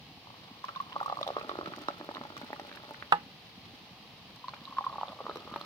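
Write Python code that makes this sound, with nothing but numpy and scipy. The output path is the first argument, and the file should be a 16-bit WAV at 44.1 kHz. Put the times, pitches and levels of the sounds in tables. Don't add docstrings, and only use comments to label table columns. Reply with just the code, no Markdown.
import sys
import numpy as np
from scipy import signal
from scipy.fft import rfft, irfft
from scipy.io import wavfile
from scipy.ndimage import uniform_filter1d

SR = 44100
rng = np.random.default_rng(int(sys.argv[2]) if len(sys.argv) > 2 else 0)


def digitize_waveform(pressure):
    field = np.atleast_2d(pressure).T
    bounded = np.clip(field, -1, 1)
    quanta = np.round(bounded * 32767).astype(np.int16)
    wavfile.write(sys.argv[1], SR, quanta)


N = 249165
TIME = np.arange(N) / SR

# frequency in Hz, relative level in dB.
BACKGROUND_TONE = [(15, -49), (25, -27), (55, -11.5), (92, -9.5), (135, -2.5), (240, -5.5), (299, -9),
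                   (371, -15), (473, -12), (620, -15.5), (791, -8), (929, -14.5), (1180, -14.5),
                   (1390, -25), (2000, -18), (2700, -16), (3050, -13.5), (3600, -17.5), (4050, -15.5),
                   (4950, -21), (7630, -41.5), (15800, -37)]
# frequency in Hz, likeness (1 means the same).
EAR_LIKENESS = [(60, 0.95), (290, 0.91), (700, 0.95), (1400, 0.28), (2600, 0.15), (4400, -0.062),
                (15000, -0.04)]
# start in seconds, level in dB, pitch in Hz.
FIRE_PUFFS = [(0.11, -50, 248), (0.511, -42, 224), (0.944, -45, 236), (3.182, -47, 220),
              (3.261, -43.5, 232), (3.575, -41.5, 203), (3.737, -43, 234), (4.613, -42.5, 226),
              (4.695, -44.5, 246), (5.096, -44.5, 230), (5.245, -39.5, 230), (5.521, -38, 236)]
# frequency in Hz, seconds it takes to fade by 60 dB.
WALL_FADES = [(150, 0.38), (800, 0.12), (3000, 0.35), (12000, 0.027)]
# left delay in seconds, right delay in seconds, level in dB.
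NEAR_ECHOES = [(.0019, 0.0033, -52), (.0033, 0.00291, -26.5), (.0061, .0068, -18.5)]
# start in seconds, relative level in dB.
POT_CONTACTS = [(3.1218, -13.7), (3.1239, 0), (3.1263, -11.7)]
# pitch in Hz, relative level in dB,
# seconds to fade by 60 dB, how much louder it is on the left in dB.
POT_NOTES = [(169, -37.0, 0.203, 1), (359, -46, 0.129, 0), (485, -37.0, 0.097, -1), (650, -38, 0.11, 4),
             (824, -20.5, 0.115, -3), (889, -24, 0.09, -1), (944, -13.5, 0.039, -1),
             (1087, -4.4, 0.014, -7), (1211, -15, 0.042, -9), (1294, -13.4, 0.03, -5),
             (1449, -15, 0.025, -2), (1581, -37, 0.08, 1), (1728, -27, 0.075, -3), (1950, -27, 0.045, -3),
             (2214, -32.0, 0.028, 3), (2620, -26.5, 0.04, 3), (2800, -24.5, 0.027, 5),
             (3380, -32.0, 0.03, -8), (3686, -33, 0.024, -6), (4410, -34, 0.02, 1), (8560, -60, 0.06, 0),
             (9400, -59, 0.05, 0), (10450, -59, 0.05, 0)]
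# frequency in Hz, relative level in dB.
CRACK_TONE = [(100, -27), (500, -3), (1200, 2.5), (2600, -9), (4500, -13), (6000, -28), (9000, -24.5),
              (15500, -36)]
FOAM_TONE = [(800, -1), (1800, -0.5), (2600, 0), (3900, 1.5), (5000, -4), (7000, -23), (15500, -24.5)]
DROPLET_TONE = [(800, -10), (1450, 18), (2000, 7), (2700, 4.5), (4000, -1), (5300, -6.5), (5750, -4),
                (6500, -15.5), (9500, -17.5), (15500, -12.5)]
SLAP_TONE = [(800, -1), (1900, 2), (3900, -3), (5000, -11), (7000, -33), (15500, -38)]
# start in seconds, relative level in dB, a value in Hz that sets how bright the tick is.
DROPLETS = [(0.6385, -48, 6200), (0.6414, -42, 2200), (0.6496, -42.5, 5460), (0.683, -40.5, 3300),
            (0.689, -40, 3000), (0.7505, -42.5, 2400), (0.761, -46, 5000), (0.7727, -44, 2600),
            (0.801, -41.5, 3200), (0.813, -53, 13000), (0.9617, -54, 6500), (0.922, -47, 2700),
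            (0.9275, -46, 3320), (0.993, -47, 2594), (1.012, -51, 12000), (1.029, -48, 7500),
            (1.0433, -56, 11000), (1.06, -43.5, 7500), (1.171, -51, 8000), (1.212, -40, 6000),
            (1.231, -43, 5800), (1.269, -50, 9500), (1.277, -40, 5750), (1.2886, -52, 6500),
            (1.304, -58, 4500), (1.3856, -49, 4200), (1.4132, -50, 3000), (1.484, -52, 8000),
            (1.4925, -42, 3600), (1.508, -42, 3000), (1.659, -38.5, 3600), (1.724, -57, 10000),
            (1.7355, -39, 1800), (1.761, -44, 7000), (1.787, -52, 11000), (1.8165, -48, 8000),
            (1.8352, -44, 4000), (1.883, -40, 6030), (1.909, -42.5, 2820), (1.982, -54, 11000),
            (2.011, -45, 2000), (2.0443, -53, 12000), (2.0616, -58, 12000), (2.0895, -42, 2194),
            (2.1414, -54, 8000), (2.148, -43, 3200), (2.169, -48, 3600), (2.2127, -44, 2600),
            (2.2356, -45, 4200), (2.2515, -46, 2000), (2.366, -45, 6460), (2.3745, -40, 2400),
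            (2.377, -41.5, 7200), (2.405, -56, 10900), (2.4136, -53, 11000), (2.4197, -42.5, 2000),
            (2.4452, -52, 10000), (2.5296, -51, 10000), (2.5965, -41.5, 5030), (2.6696, -53, 9000),
            (2.692, -44.5, 2400), (2.7132, -43, 2600), (2.7257, -45, 2800), (2.7507, -47, 4000),
            (2.7578, -47.5, 9900), (2.7712, -40.5, 2100), (2.8283, -60, 12000), (2.8897, -55, 12000),
            (2.9075, -50, 11000), (2.935, -48, 7000), (2.943, -39.5, 2000), (3.024, -38, 2000),
            (4.359, -50, 7000), (4.482, -44, 4000), (4.492, -44, 2800), (4.542, -42, 3800),
            (4.5643, -51, 2600), (4.783, -40, 3570), (5.0114, -51, 4500), (5.031, -50, 3800),
            (5.1203, -48, 4000), (5.2664, -45, 4000), (5.3114, -44, 1900), (5.3564, -47, 8000),
            (5.3696, -41, 5000), (5.5186, -56, 8000), (5.5398, -43, 2200), (5.5605, -37.5, 2400),
            (5.561, -50, 13000), (5.5948, -53, 9000), (5.6116, -53, 10000)]
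# start in seconds, relative level in dB, pitch in Hz.
SURFACE_BUBBLES = [(0.6885, -39, 1700), (0.7603, -34, 3680), (0.9225, -39, 2650), (0.9285, -35, 3100),
                   (1.2296, -24, 3670), (1.2768, -29, 3650), (1.4126, -36, 2550), (1.4932, -35, 1860),
                   (1.4941, -35, 3630), (1.658, -36, 1900), (1.884, -31, 3830), (2.1683, -37, 1900),
                   (2.149, -32, 3800), (2.5302, -31, 1885), (2.596, -39, 1900), (3.0242, -33, 2000),
                   (4.364, -45, 4250), (4.395, -45, 4100), (4.483, -38, 4160), (4.4918, -36, 4160),
                   (4.539, -39, 2315), (4.654, -32.5, 3890), (4.7695, -41, 1480), (4.784, -37, 1570),
                   (4.841, -40, 1450), (5.0115, -41, 3070), (5.0838, -36, 3520), (5.295, -38, 3760),
                   (5.3568, -40, 4020), (5.54, -39, 3770), (5.5606, -37, 1550), (5.6115, -38, 3400),
                   (5.6138, -33, 4150)]
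# start in seconds, relative thud level in dB,
# relative ring level in dB, the note heard in Hz (often the glass's note near 1080 Hz),
# cycles for that note to fade to about a third.
PLOP_EVENTS = [(0.2712, -40, -46, 890, 0.71), (0.303, -41, -45.5, 930, 0.87), (0.3405, -49, -48, 796, 1.7),
               (0.6413, -36, -31.5, 1013, 2.9), (0.6835, -45, -36, 1140, 1.9),
               (0.6897, -30, -31.5, 1310, 7.1), (0.759, -39, -38.5, 1053, 10),
               (0.7667, -44, -38.5, 1056, 6.1), (0.801, -38, -30.5, 1070, 5.5),
               (0.922, -41.0, -45.5, 1042, 14), (0.9565, -30, -37, 1070, 4.6),
               (0.9624, -18.5, -28, 1075, 7.4), (1.0023, -36, -27.5, 1346, 8.6),
               (1.0115, -25, -28, 774, 3.8), (1.028, -52, -28.5, 1130, 2.3),
               (1.0594, -39, -27.5, 1088, 7.3), (1.0792, -27, -31, 1252, 6),
               (1.098, -21.5, -29.5, 1077, 5.1), (1.114, -38, -40, 1005, 9.8),
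               (1.1249, -18.5, -29, 1100, 4), (1.1704, -52, -30, 1060, 3.6),
               (1.1886, -50.0, -29.5, 1070, 3.3), (1.2119, -22.5, -31.5, 606, 1.6),
               (1.2287, -40, -29, 1116, 3.4), (1.2656, -42, -29, 797, 5.6), (1.2758, -22, -34, 760, 2.9),
               (1.2889, -20.5, -38, 760, 3.8), (1.3033, -20.5, -31, 755, 3.7),
               (1.3664, -14, -29.0, 1043, 7.7), (1.3815, -23.5, -32, 1100, 10.0),
               (1.4119, -25.5, -34.5, 1180, 4.9), (1.4441, -27.5, -40.5, 257, 2.7),
               (1.477, -35, -47, 270, 1.3), (1.4937, -19, -26, 1110, 5.2), (1.5147, -21, -30, 1060, 7.7),
               (1.555, -20, -49, 165, 1.2), (1.57, -33, -40, 1090, 2), (1.588, -17, -28, 477, 0.47),
               (1.6113, -21.5, -30.5, 1065, 7.8), (1.631, -45, -30.5, 595, 0.51),
               (1.6591, -24, -27.5, 1230, 2), (1.674, -22.5, -35, 178, 1), (1.721, -25.5, -42.5, 390, 1.8),
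               (1.7358, -30, -34, 1100, 5.1), (1.783, -25.5, -49, 280, 2.4), (1.814, -30, -44, 304, 1.3),
               (1.8853, -17, -15, 1025, 0.69), (1.8894, -41, -30, 1420, 3.2), (1.9027, -33, -34, 730, 3.9),
               (2.0017, -28, -41, 335, 1.2), (2.0115, -30, -29.5, 750, 0.7), (2.0235, -39, -46.5, 270, 1.2),
               (2.0445, -43, -43, 900, 1), (2.0898, -33, -22, 706, 0.28), (2.112, -42.5, -28, 860, 2),
               (2.141, -35, -37, 900, 1.5), (2.1573, -25.5, -37, 1010, 5.9),
               (2.1686, -26.5, -29, 1044, 5.1), (2.18, -27, -45, 284, 1.1), (2.2054, -40, -40.5, 232, 1.9),
               (2.2129, -23, -35, 900, 0.88), (2.2358, -38, -34, 1020, 2), (2.2516, -31, -33.5, 840, 4.7),
               (2.303, -25.5, -53, 370, 5), (2.323, -35, -43, 885, 1.5), (2.3666, -31, -33, 1113, 6),
               (2.4145, -26, -37, 840, 1.9), (2.43, -33, -41, 238, 1.6), (2.445, -38, -38, 846, 1.5),
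               (2.504, -50.0, -26.5, 725, 0.64), (2.53, -19, -34.5, 833, 5.5), (2.562, -42, -35, 1160, 2.9),
               (2.5961, -29.0, -30, 766, 4.3), (2.613, -50, -47, 245, 0.83), (2.65, -35, -41, 796, 1.8),
               (2.68, -33, -50, 254, 1.1), (2.715, -33, -48, 1100, 2), (2.836, -39, -37, 810, 1.8),
               (2.891, -36, -41, 860, 2.6), (2.909, -25.5, -37.5, 863, 9.3),
               (3.0242, -29.5, -33, 1080, 2.7), (4.441, -55, -40.5, 980, 7), (4.4823, -43, -35, 1004, 3.5),
               (4.5358, -31, -34.5, 1330, 3.3), (4.6746, -42, -48.5, 1054, 9),
               (4.7247, -38, -44.5, 1055, 3.7), (4.767, -41, -43, 1060, 22),
               (4.7839, -42, -24.5, 1068, 2.8), (4.8084, -34, -37, 783, 8.3),
               (4.8404, -47.5, -36.5, 1110, 5.6), (4.8649, -40, -28, 1046, 6.7),
               (4.8967, -38, -39, 1085, 3.1), (4.927, -33.5, -41.5, 1060, 7.2),
               (4.9573, -32, -41, 1058, 4.7), (4.9825, -25.5, -40.5, 1084, 11),
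               (5.0119, -30, -31, 940, 3.9), (5.0318, -52, -21, 890, 0.9), (5.0553, -35, -44, 1050, 3),
               (5.081, -30, -48, 562, 9), (5.1203, -38, -43, 975, 3.1), (5.1298, -36, -47, 760, 7.0),
               (5.189, -37, -42.5, 1100, 3.5), (5.2044, -25, -46, 787, 10.0), (5.2115, -34, -36, 500, 0.61),
               (5.2403, -39, -44, 1000, 2), (5.255, -33, -45, 1110, 1.4), (5.2656, -31, -26.5, 1010, 1.5),
               (5.282, -42, -35, 950, 4.8), (5.289, -36, -37.5, 279, 1.3), (5.2959, -18.5, -38, 1224, 8.8),
               (5.312, -27.5, -38, 1340, 1.6), (5.3583, -24, -41, 500, 5.7),
               (5.3696, -28, -39.5, 425, 0.43), (5.4757, -27.5, -50, 513, 11), (5.514, -46, -38, 950, 2.5),
               (5.5389, -29, -33, 990, 1.7), (5.5605, -20, -27.5, 890, 5.1), (5.612, -27, -49, 980, 2)]
# time in seconds, strength in dB.
STREAM_STRENGTH = [(0.2, -45), (.3, -15.5), (.55, -15), (.87, -9.5), (1.0, -0.5), (1.3, 2), (1.55, 3.5),
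                   (1.95, -2), (2.5, -3), (2.95, -2), (3.3, -18), (4.25, -21), (4.45, -17), (4.65, -12.5),
                   (4.9, -1.5), (5.05, -1.5), (5.16, -5.5), (5.3, -3), (5.42, -3), (5.55, -0.5), (5.65, -2)]
# the times in seconds when the glass takes over, starts filling and is half
# frothy; the right ear's delay in seconds; the air column's left and right levels in dB;
# the column's right-ear delay in seconds; the height of air left in the full glass in metres.
TWO_POURS = [(0, 0.398, 1.19, .00014, 3, 6.5, 0.00028, 0.056),
             (3.804, 4.652, 5.085, -.00003, 6.5, 7.5, 0.00012, 0.055)]
# pitch in Hz, width in Hz, level in dB.
GLASS_AND_TRAY_NOTES = [(572, 16, 5.5), (835, 36, -5), (1900, 260, -7), (3620, 260, 3)]

AIR_START_M, SOUND_M_PER_S = 0.0816, 343
EARLY = TIME[:SR // 3]


def amp(db):
    return 10 ** (np.asarray(db) / 20)


def unit(x):
    return x / np.sqrt(np.mean(x ** 2) + 1e-20)


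def look_up(table, hz):
    row_hz, value = np.transpose(table)
    return np.interp(np.log(hz + 1), np.log(row_hz + 1), value)


def add(mix, s, sound):
    part = mix[..., max(round(s * SR), 0):][..., :sound.shape[-1]]
    part += sound[..., :part.shape[-1]]


def delayed(x, s):
    hz = np.fft.rfftfreq(2 ** 18, 1 / SR)
    return irfft(rfft(x, 2 ** 18) * np.exp(-2j * np.pi * hz * s))[:N]


def low_cut(x, hz):
    return signal.sosfilt(signal.butter(2, hz, "high", fs=SR, output="sos"), x)


def resonate(x, hz, width_hz):
    turn = np.exp(2j * np.pi * np.cumsum(hz * np.ones(len(x))) / SR)
    decay = np.exp(-np.pi * width_hz / SR)
    return 2 * (turn * signal.lfilter([1 - decay], [1, -decay], x / turn + 1e-18)).real


def shaped_noise(tone, size):
    gain = amp(look_up(tone, np.fft.rfftfreq(size, 1 / SR)))
    return unit(irfft(rfft(rng.standard_normal((2, size))) * gain, size))


def burst(tone, fade_s):
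    age = TIME[:2048] / fade_s
    return shaped_noise(tone, 2048) * age * np.exp(1 - age)


def blip(hz, fade_cycles, rise, swell_cycles):
    cycles = TIME[:1500] * hz
    life = cycles / max(fade_cycles, 0.3)
    shape = (1 - np.exp(-(cycles / swell_cycles) ** 2)) * np.exp(-life)
    return shape / shape.max() * np.sin(2 * np.pi * cycles * (1 + rise * np.tanh(life / 2)))


def hiss_and_fire(level_db, flutter_db, flutter_top_hz, hiss_waver_db):
    hz = np.fft.rfftfreq(1024, 1 / SR)
    noise = rng.standard_normal((5, N // 256 + 5, len(hz)))
    left, unrelated = noise[0] + 1j * noise[1], noise[2] + 1j * noise[3]
    waver = uniform_filter1d(noise[4], size=4, axis=0)
    waver = unit(uniform_filter1d(waver, size=6, axis=1))
    alike = look_up(EAR_LIKENESS, hz)
    right = alike * left + np.sqrt(1 - alike ** 2) * unrelated
    spectrum = np.array([left, right]) / np.sqrt(1 + alike)
    depth_db = hiss_waver_db + flutter_db / (1 + (hz / flutter_top_hz) ** 2)
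    spectrum *= amp(look_up(BACKGROUND_TONE, hz) + waver * depth_db)
    sound = signal.istft(spectrum, nperseg=1024, noverlap=768, time_axis=1, freq_axis=2)[1][:, :N]
    return amp(level_db) * sound / sound.mean(0).std()


def fire_puffs():
    out = np.zeros(N)
    for s, db, hz in FIRE_PUFFS:
        add(out, s, amp(db) * blip(hz, fade_cycles=0.68, rise=0, swell_cycles=0.7))
    return out


def with_walls(x, tail_db):
    hz, t, noise = signal.stft(rng.standard_normal((2, SR // 3)), SR, nperseg=256)
    fade = amp(-60 * t / look_up(WALL_FADES, hz)[:, None])
    tail = signal.istft(noise * fade, SR, nperseg=256)[1]
    tail *= np.minimum(TIME[:tail.shape[1]] / 0.0066, 1)
    tail /= np.linalg.norm(tail[0])
    return x + amp(tail_db) * signal.fftconvolve(x, tail, axes=1)[:, :N]


def with_near_echoes(x):
    return x + sum(amp(db) * np.array([delayed(x[0], left_s), delayed(x[1], right_s)])
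                   for left_s, right_s, db in NEAR_ECHOES)


def pot_knock(ring_db, crack_db, crack_fade_s, grind_db):
    side = np.array([[0.5], [-0.5]])
    age = np.maximum(EARLY - (side + 0.5) * 0.00022, 0)
    ring = sum(amp(db + side * left_db - 60 * age / fade_s) * np.sin(2 * np.pi * hz * age)
               for hz, db, fade_s, left_db in POT_NOTES)
    ring *= 1 - np.exp(-age / 0.0009)
    out = np.zeros((2, N))
    for s, db in POT_CONTACTS:
        crack = amp(db + crack_db) * burst(CRACK_TONE, crack_fade_s)
        add(out, s, amp(db + ring_db) * ring)
        add(out, s - crack_fade_s, crack)
        add(out, s, amp(db + grind_db) * burst(CRACK_TONE, fade_s=0.004))
        add(out, s + 0.026, amp(-19) * crack)
    return out


def stream_db(s):
    return np.interp(s, *np.transpose(STREAM_STRENGTH))


def pour_at(s):
    return np.transpose(TWO_POURS)[:, np.int64(s >= TWO_POURS[1][0])]


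def by_froth(s, clear, frothy, change_s=0.15):
    half_frothy_s = pour_at(s)[2]
    froth = (1 + np.tanh((s - half_frothy_s) / change_s / 2)) / 2
    return clear + (frothy - clear) * froth


def chance_events(per_s, level_db, spread_db, follow=1):
    slot_s = 1 / 400
    slots = np.arange(0, TIME[-1], slot_s)
    chance, late = rng.random((2, len(slots)))
    size, pitch = rng.standard_normal((2, len(slots)))
    db = level_db + follow * stream_db(slots) + spread_db * np.minimum(size, 1.5)
    return np.transpose([slots + late * slot_s, db, pitch])[chance < per_s * slot_s]


def foam_fizz(level_db, per_s, spread_db, fade_s, follow):
    sizes = amp(spread_db * np.minimum(rng.exponential(1, N), 4))
    pops = sizes * (rng.random(N) < per_s / SR)
    fading_pops = unit(signal.lfilter([1], [1, -np.exp(-1 / SR / fade_s)], pops))
    return amp(level_db + follow * stream_db(TIME)) * fading_pops * shaped_noise(FOAM_TONE, N)


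def droplet_ticks(gain_db, fade_s, spray_hz):
    faint = chance_events(per_s=12, level_db=-65, spread_db=4)
    spray = [(s, db, spray_hz * np.exp(0.35 * pitch)) for s, db, pitch in faint]
    bands = np.geomspace(800, 16000, 24)
    out = np.zeros((2, N))
    for s, db, hz in [*DROPLETS, *spray]:
        band_db = look_up(DROPLET_TONE, bands) - 8 * abs(np.log2(bands / hz))
        add(out, s, amp(db + gain_db) * burst(np.transpose([bands, band_db]), fade_s))
    return out


def surface_pings(gain_db, left_db, fade_s, faint_hz):
    events = chance_events(per_s=18, level_db=-43.5, spread_db=0.5, follow=0.47)
    faint = [(s, db, faint_hz * np.exp(0.078 * pitch)) for s, db, pitch in events]
    out = np.zeros((2, N))
    for s, db, hz in [*SURFACE_BUBBLES, *faint]:
        ping = amp(db + gain_db) * blip(hz, hz * fade_s, rise=0.005, swell_cycles=0.86)
        age, right_delay_s = TIME[:len(ping)], pour_at(s)[3]
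        right = np.interp(age - right_delay_s, age, ping)
        add(out, s, np.array([amp(left_db) * ping, right]))
    return out


def wet_slaps(gain_db, fade_s):
    out = np.zeros((2, N))
    for s, thud_db, ring_db, _, _ in PLOP_EVENTS:
        add(out, s, amp(max(thud_db, ring_db) + gain_db) * burst(SLAP_TONE, fade_s))
    return out


def gurgle(events, typical_hz, scatter, clear_cycles, frothy_cycles):
    out = np.zeros(N)
    for s, db, pitch in events:
        hz = typical_hz * np.exp(scatter * pitch)
        cycles = by_froth(s, clear_cycles, frothy_cycles)
        add(out, s, amp(db) * blip(hz, cycles, rise=0.14, swell_cycles=0.54))
    return out


def plops(thud_hz, thud_gain_db):
    out = np.zeros(N)
    for s, thud_db, ring_db, hz, ring_cycles in PLOP_EVENTS:
        thud_cycles = by_froth(s, clear=0.69, frothy=0.23)
        thud = blip(thud_hz, thud_cycles, rise=0.021, swell_cycles=0.61)
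        add(out, s, amp(thud_db + thud_gain_db) * thud)
        add(out, s, amp(ring_db) * blip(hz, ring_cycles, rise=0.023, swell_cycles=0.51))
    return out


def air_height(fill_s, slosh_share, slosh_hz):
    _, start_s, *_, full_m = pour_at(TIME)
    height = full_m + (AIR_START_M - full_m) * np.exp(-np.maximum(TIME - start_s, 0) / fill_s)
    slosh_times = np.arange(0, TIME[-1] + 1, 1 / (2 * slosh_hz))
    slosh = np.interp(TIME, slosh_times, rng.standard_normal(400)[:len(slosh_times)])
    return height * (1 + slosh_share * slosh)


def tea_in_glasses(bubbles, tea_db, direct_db):
    tea_hz = by_froth(TIME, clear=1128, frothy=270)
    tea = amp(tea_db) * resonate(bubbles, tea_hz, width_hz=160)
    air_m = air_height(fill_s=1.3, slosh_share=0.028, slosh_hz=9)
    column_hz = SOUND_M_PER_S / (4 * air_m)
    column = resonate(bubbles, column_hz, width_hz=140)
    column *= (air_m / AIR_START_M) ** 0.81
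    glass = sum(amp(db) * resonate(bubbles, hz, width) for hz, width, db in GLASS_AND_TRAY_NOTES)
    body = amp(direct_db) * bubbles + tea + glass
    out = np.zeros((2, N))
    for pour, end_s in zip(TWO_POURS, [TWO_POURS[1][0], TIME[-1]]):
        start_s, _, _, delay_s, left_db, right_db, column_delay_s, _ = pour
        left = body + amp(left_db) * column
        right = delayed(body, delay_s) + amp(right_db) * delayed(column, column_delay_s)
        out += np.array([left, right]) * ((TIME >= start_s) & (TIME < end_s))
    return out


def scene():
    bubbles = gurgle(chance_events(per_s=290, level_db=-45, spread_db=2),
                     typical_hz=938, scatter=0.43, clear_cycles=0.78, frothy_cycles=0.97)
    bubbles += gurgle(chance_events(per_s=70, level_db=-45.5, spread_db=2),
                      typical_hz=1068, scatter=0.142, clear_cycles=4.2, frothy_cycles=1.6)
    bubbles += plops(thud_hz=790, thud_gain_db=-2.5)
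    tea = tea_in_glasses(bubbles, tea_db=4, direct_db=-12)
    tea += surface_pings(gain_db=3.5, left_db=-8, fade_s=0.0014, faint_hz=3820)
    tea += droplet_ticks(gain_db=-2, fade_s=0.0016, spray_hz=8500)
    tea += wet_slaps(gain_db=-33, fade_s=0.002)
    tea += foam_fizz(level_db=-56, per_s=500, spread_db=4, fade_s=0.003, follow=0.37)
    tea = with_near_echoes(tea)
    pot = pot_knock(ring_db=2.5, crack_db=-22, crack_fade_s=0.0009, grind_db=-37)
    near = with_walls(tea, tail_db=-18) + with_walls(pot, tail_db=-22) + fire_puffs()
    background = hiss_and_fire(level_db=-54, flutter_db=2.6, flutter_top_hz=390, hiss_waver_db=0.4)
    return low_cut(near, hz=125) + background


def record(dry):
    thin = low_cut(dry, hz=43)
    treble_cut = signal.firwin(511, 15850, window=("kaiser", 9), fs=SR)
    return signal.oaconvolve(thin, treble_cut[None], "same")


dry = scene()
out = record(dry)
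digitize_waveform(out)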